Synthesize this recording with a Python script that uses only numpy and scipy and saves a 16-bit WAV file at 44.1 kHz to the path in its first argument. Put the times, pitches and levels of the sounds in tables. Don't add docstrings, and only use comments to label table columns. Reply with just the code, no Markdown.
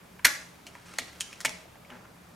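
import sys
import numpy as np
from scipy import signal
from scipy.fft import rfft, irfft
from scipy.io import wavfile

SR = 44100
rng = np.random.default_rng(int(sys.argv[2]) if len(sys.argv) > 2 else 0)


def amplitude_ratio(level_db):
    exponent = np.asarray(level_db, float) / 20
    return 10 ** exponent


def bounce(signal):
    frames = np.transpose(np.atleast_2d(signal))
    limited = np.clip(frames, -1, 1)
    pcm = np.round(limited * 32767).astype(np.int16)
    wavfile.write(sys.argv[1], SR, pcm)


N = 103635


def rms_one(x):
    return x / np.sqrt(np.mean(x ** 2) + 1e-20)


def at_hz(points, hz):
    table = np.array(points)
    return np.interp(np.log(hz), np.log(table[:, 0]), table[:, 1])


def colour(x, points):
    size = 4096
    log_gain = np.log(amplitude_ratio(at_hz(points, np.arange(size // 2 + 1) * SR / size + 1)))
    cepstrum = irfft(log_gain)
    cepstrum[1:size // 2] *= 2
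    cepstrum[size // 2 + 1:] = 0
    impulse = irfft(np.exp(rfft(cepstrum)))
    return signal.fftconvolve(x, impulse)[:len(x)]


def drift(rate_hz):
    step = 40
    pole = np.exp(-2 * np.pi * step * rate_hz / SR)
    settle = 2000
    noise = rng.standard_normal(N // step + settle + 2)
    slow = signal.lfilter([1], [1, -2 * pole, pole * pole], noise)[settle:]
    return np.interp(np.arange(N) / step, np.arange(len(slow)), rms_one(slow))


def ring(x, hz, t60):
    radius = amplitude_ratio(-60 / (t60 * SR))
    angle = 2 * np.pi * hz / SR
    return signal.lfilter([0, np.sin(angle)], [1, -2 * radius * np.cos(angle), radius ** 2], x + 1e-18)


def bands(gain):
    # f/Hz, correlation [1]
    likeness = [(30, 0.95), (150, 0.95), (400, 0.32), (1000, 0.29), (3000, 0.44), (7000, 0.7),
                (10000, 0.27), (12500, .999)]
    edges_hz = 20 * 2 ** np.arange(0, 10, .5)
    white = rng.standard_normal((2, 2, N))
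    out = 0
    for k, (low, high) in enumerate(zip(edges_hz, edges_hz[1:])):
        band = signal.butter(2, [low, high], "band", fs=SR, output="sos")
        mid, side = signal.sosfilt(band, white[k % 2])
        hz = np.sqrt(low * high)
        alike = np.clip(at_hz(likeness, hz), -1, 1)
        stereo = np.sqrt(1 + alike) * mid + np.sqrt(1 - alike) * side * [[1], [-1]]
        out = out + gain(hz) * stereo
    return out


def fan_hum():
    # f/Hz, width/Hz, level/dB
    modes = [(178.4, 20, -62), (121.4, 26, -70), (75.1, 9.2, -67.5)]
    hum = 0
    for hz, width, db in modes:
        once = ring(rng.standard_normal(N), hz, 2.5 / width)
        hum = hum + amplitude_ratio(db) * rms_one(ring(once, hz, 2.5 / width))
    return hum


def background():
    # f/Hz, level/dB
    air_colour = [(25, -12), (70, -5), (180, -3), (400, -6.5), (1200, -9.5), (4000, -20.5), (12000, -27),
                  (16000, -10)]
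    air = rms_one(bands(lambda hz: amplitude_ratio(at_hz(air_colour, hz) + 0.92 * drift(2.7))))
    return amplitude_ratio(-54) * air + fan_hum()


def strike(push, hz, crack_db, crack_colour):
    crack = colour(push, crack_colour)
    part = ring(crack, hz, t60=.0045)
    return rms_one(part) + amplitude_ratio(crack_db) * rms_one(crack)


def contacts(hits, crack_colour):
    ticks_per_s, tick_spread_db, rise_s = 12000, 4.0, 0.00055
    size = N + SR
    out = np.zeros((2, size))
    t = np.arange(SR // 5) / SR
    ticks = (rng.random(size) < ticks_per_s / SR) * amplitude_ratio(tick_spread_db * rng.standard_normal(size))
    ticks = ticks * rng.choice([-1, 1], size)
    for s, db, hz, crack_db, t60 in hits:
        i = int(s * SR)
        envelope = np.minimum(t / rise_s, 1) * amplitude_ratio(-60 * t / max(t60, .004))
        chatter = strike(ticks[i:i + len(t)] * envelope, hz, crack_db, crack_colour)
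        blow = strike(1. * (t == 0), hz, crack_db, crack_colour)
        out[:, i:i + len(t)] += amplitude_ratio(db) * np.array([chatter, blow]) / np.abs(chatter).max()
    return out[:, :N]


def disc_snap():
    # t/s, peak level/dB, part f/Hz, crack over ring/dB, chatter t60/s
    disc_hits = [
        (.1935, -35.5, 1580, -11.5, 0.022),
        (.2440, -38, 1940, 16, 0.041),
        (.2460, -7, 2030, -1.5, 0.032),
        (.2493, -3, 1970, -1.5, 0.011),
        (.2505, -10, 6600, 0, .015),
        (.2528, -3.5, 1610, 3.5, 0.025),
        (.2565, -9.5, 2060, -5, 0.028),
        (.2670, -12, 1600, 7, 0.034),
    ]
    # f/Hz, level/dB
    disc_crack = [(300, -15), (800, -12.5), (1400, -3), (3000, 7.5), (6500, 3), (9000, -1), (13000, -1.5),
                  (16000, -36)]
    return contacts(disc_hits, disc_crack)


def thuds():
    # t/s, level/dB, f/Hz, t60/s
    modes = [(.1940, -44, 990, .03), (.2500, -21, 1500, 0.045), (0.2508, -22, 6330, .03),
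             (0.252, -32.5, 970, .03), (.2520, -34, 650, 0.048), (0.256, -44, 260, 0.1),
             (.6670, -41, 695, 0.046), (0.753, -38, 964, 0.028), (0.9863, -26, 1886, 0.027),
             (.9870, -38, 640, .04), (.9880, -45, 327, 0.036), (.9930, -47, 259, 0.12),
             (1.2075, -30, 3190, 0.027), (1.3283, -43, 5360, .012), (1.4488, -25, 2240, .025),
             (1.4490, -33.5, 620, 0.047), (1.4516, -32, 915, 0.057), (1.4540, -42, 256, 0.11),
             (1.4600, -42, 141, 0.11), (1.9060, -48, 245.4, .2)]
    swell_cycles = 1.1
    t = np.arange(N) / SR
    out = np.zeros(N)
    for s, db, hz, t60 in modes:
        age = np.maximum(t - s, 0)
        swell = 1 - np.exp(-age * hz / swell_cycles)
        out += amplitude_ratio(db - 60 * age / t60) * swell * np.sin(2 * np.pi * hz * age)
    return out


def room(x):
    # f/Hz, t60/s
    room_t60 = [(200, 0.12), (530, 0.58), (1600, 0.43), (3700, 0.49), (9700, .45), (14000, .3)]
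    # f/Hz, level/dB
    room_colour = [(200, 13.5), (1800, -1), (5000, 1.5), (14000, -3)]
    tail_db, gap_s = -11, 0.022
    desk_db, desk_t60_s, desk_side_db = -3.5, 0.078, -15
    t = np.arange(N) / SR

    def decay(hz):
        t60 = at_hz(room_t60, hz)
        return amplitude_ratio(at_hz(room_colour, hz) - 60 * t / t60) / np.sqrt(t60)

    tail = bands(decay) * np.clip(t / gap_s - .4, 0, 1)
    mid, side = rng.standard_normal((2, N)) * amplitude_ratio(-60 * t / desk_t60_s) * (t > .0012)
    desk = mid + amplitude_ratio(desk_side_db) * side * [[1], [-1]]
    echo = amplitude_ratio(tail_db) * rms_one(tail) + amplitude_ratio(desk_db) * rms_one(desk)
    return signal.fftconvolve(x[None], echo / np.sqrt(N), axes=1)[:, :N]


def friction(curve, tone):
    clump_db, grains_per_s = 2.2, 4000
    grains = (rng.random(N) < grains_per_s / SR) * rng.standard_normal(N)
    grains = grains * amplitude_ratio(clump_db * drift(34))
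    level_db = np.interp(np.arange(N) / SR, *np.transpose(curve), left=-90, right=-90)
    return amplitude_ratio(level_db) * rms_one(colour(grains, tone))


def tray_rub():
    # t/s, level/dB
    rub_curve = [(0, -80), (.62, -66), (.84, -61), (.865, -56), (.97, -55.5), (1.1, -59), (1.3, -59),
                 (1.6, -57), (1.75, -102), (2.35, -101)]
    # f/Hz, level/dB
    rub_colour = [(250, -16.5), (600, -4), (1800, 2.5), (3000, -2.5), (6000, -5.5), (11000, -12.5),
                  (16000, -37)]
    return friction(rub_curve, rub_colour)


def tray_knocks():
    # t/s, peak level/dB, part f/Hz, crack over ring/dB, chatter t60/s
    tray_hits = [(.6659, -33.5, 3040, 4, 0.11), (.7522, -33.5, 1890, -9, 0.0081),
                 (.8565, -51, 2160, 6, 0.15), (.9373, -38, 2900, 6, 0.027), (.9850, -15, 4600, 8, .010),
                 (.9866, -16.5, 2040, -5.5, 0.011), (.9915, -26, 4500, 16, 0.028),
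                 (1.3284, -32, 2596, -3.5, 0.017), (1.4042, -23, 1890, 5, 0.013),
                 (1.4100, -29.5, 1860, 7, 0.051), (1.4484, -12, 2240, -2, 0.028),
                 (1.4530, -21, 3470, -0.5, 0.028), (1.4575, -17.5, 3000, 8, 0.043),
                 (1.4935, -21.5, 2230, 5, 0.0091), (1.655, -45, 650, -26, 0.011),
                 (1.755, -44.5, 980, -10, .02), (1.8487, -43, 2220, -11, .015),
                 (1.9016, -38.5, 2990, -6.5, 0.043), (1.921, -47.5, 2480, -19.5, 0.015),
                 (2.0522, -43, 1250, -12, .02)]
    # f/Hz, level/dB
    tray_crack = [(200, -25), (600, -8.5), (1500, -10), (2600, -0.5), (4200, 1), (7000, -2), (10500, -8),
                  (16000, -24)]
    return contacts(tray_hits, tray_crack)


def rail_catches():
    # t/s, peak level/dB, part f/Hz, crack over ring/dB, chatter t60/s
    rail_hits = [
        (1.2025, -31, 1510, 22.5, 0.013),
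        (1.2063, -19, 6940, 4.5, 0.014),
        (1.2075, -20.5, 3010, -3, 0.016),
        (1.2128, -23, 2850, 13, .015),
        (1.2178, -29, 2880, 4, 0.025),
    ]
    # f/Hz, level/dB
    rail_crack = [(300, -18.5), (1200, -11.5), (2500, -7.5), (4000, 2), (7000, 3.5), (9000, 2.5),
                  (13000, -12), (16000, -39)]
    return contacts(rail_hits, rail_crack)


def hand_brush():
    # t/s, level/dB
    brush_curve = [(1.7, -77.5), (1.76, -65), (1.8, -83), (1.89, -66), (1.902, -54), (1.99, -55),
                   (2.02, -64), (2.075, -63), (2.1, -85)]
    # f/Hz, level/dB
    brush_colour = [(200, -1), (600, 9.5), (1100, 8), (1800, 10), (3200, -5), (6000, -13), (14000, -36)]
    return friction(brush_curve, brush_colour)


def scene():
    floor = background()
    hits = disc_snap() + tray_knocks() + rail_catches()
    near, far = hits + thuds() + tray_rub() + hand_brush()
    return near + room(far) + floor


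def top_cut(x):
    return signal.sosfilt(signal.butter(12, 16660, fs=SR, output="sos"), x)


def record(dry):
    top = 1.3
    return top_cut(top * np.tanh(dry / top))


dry = scene()
out = record(dry)
bounce(out)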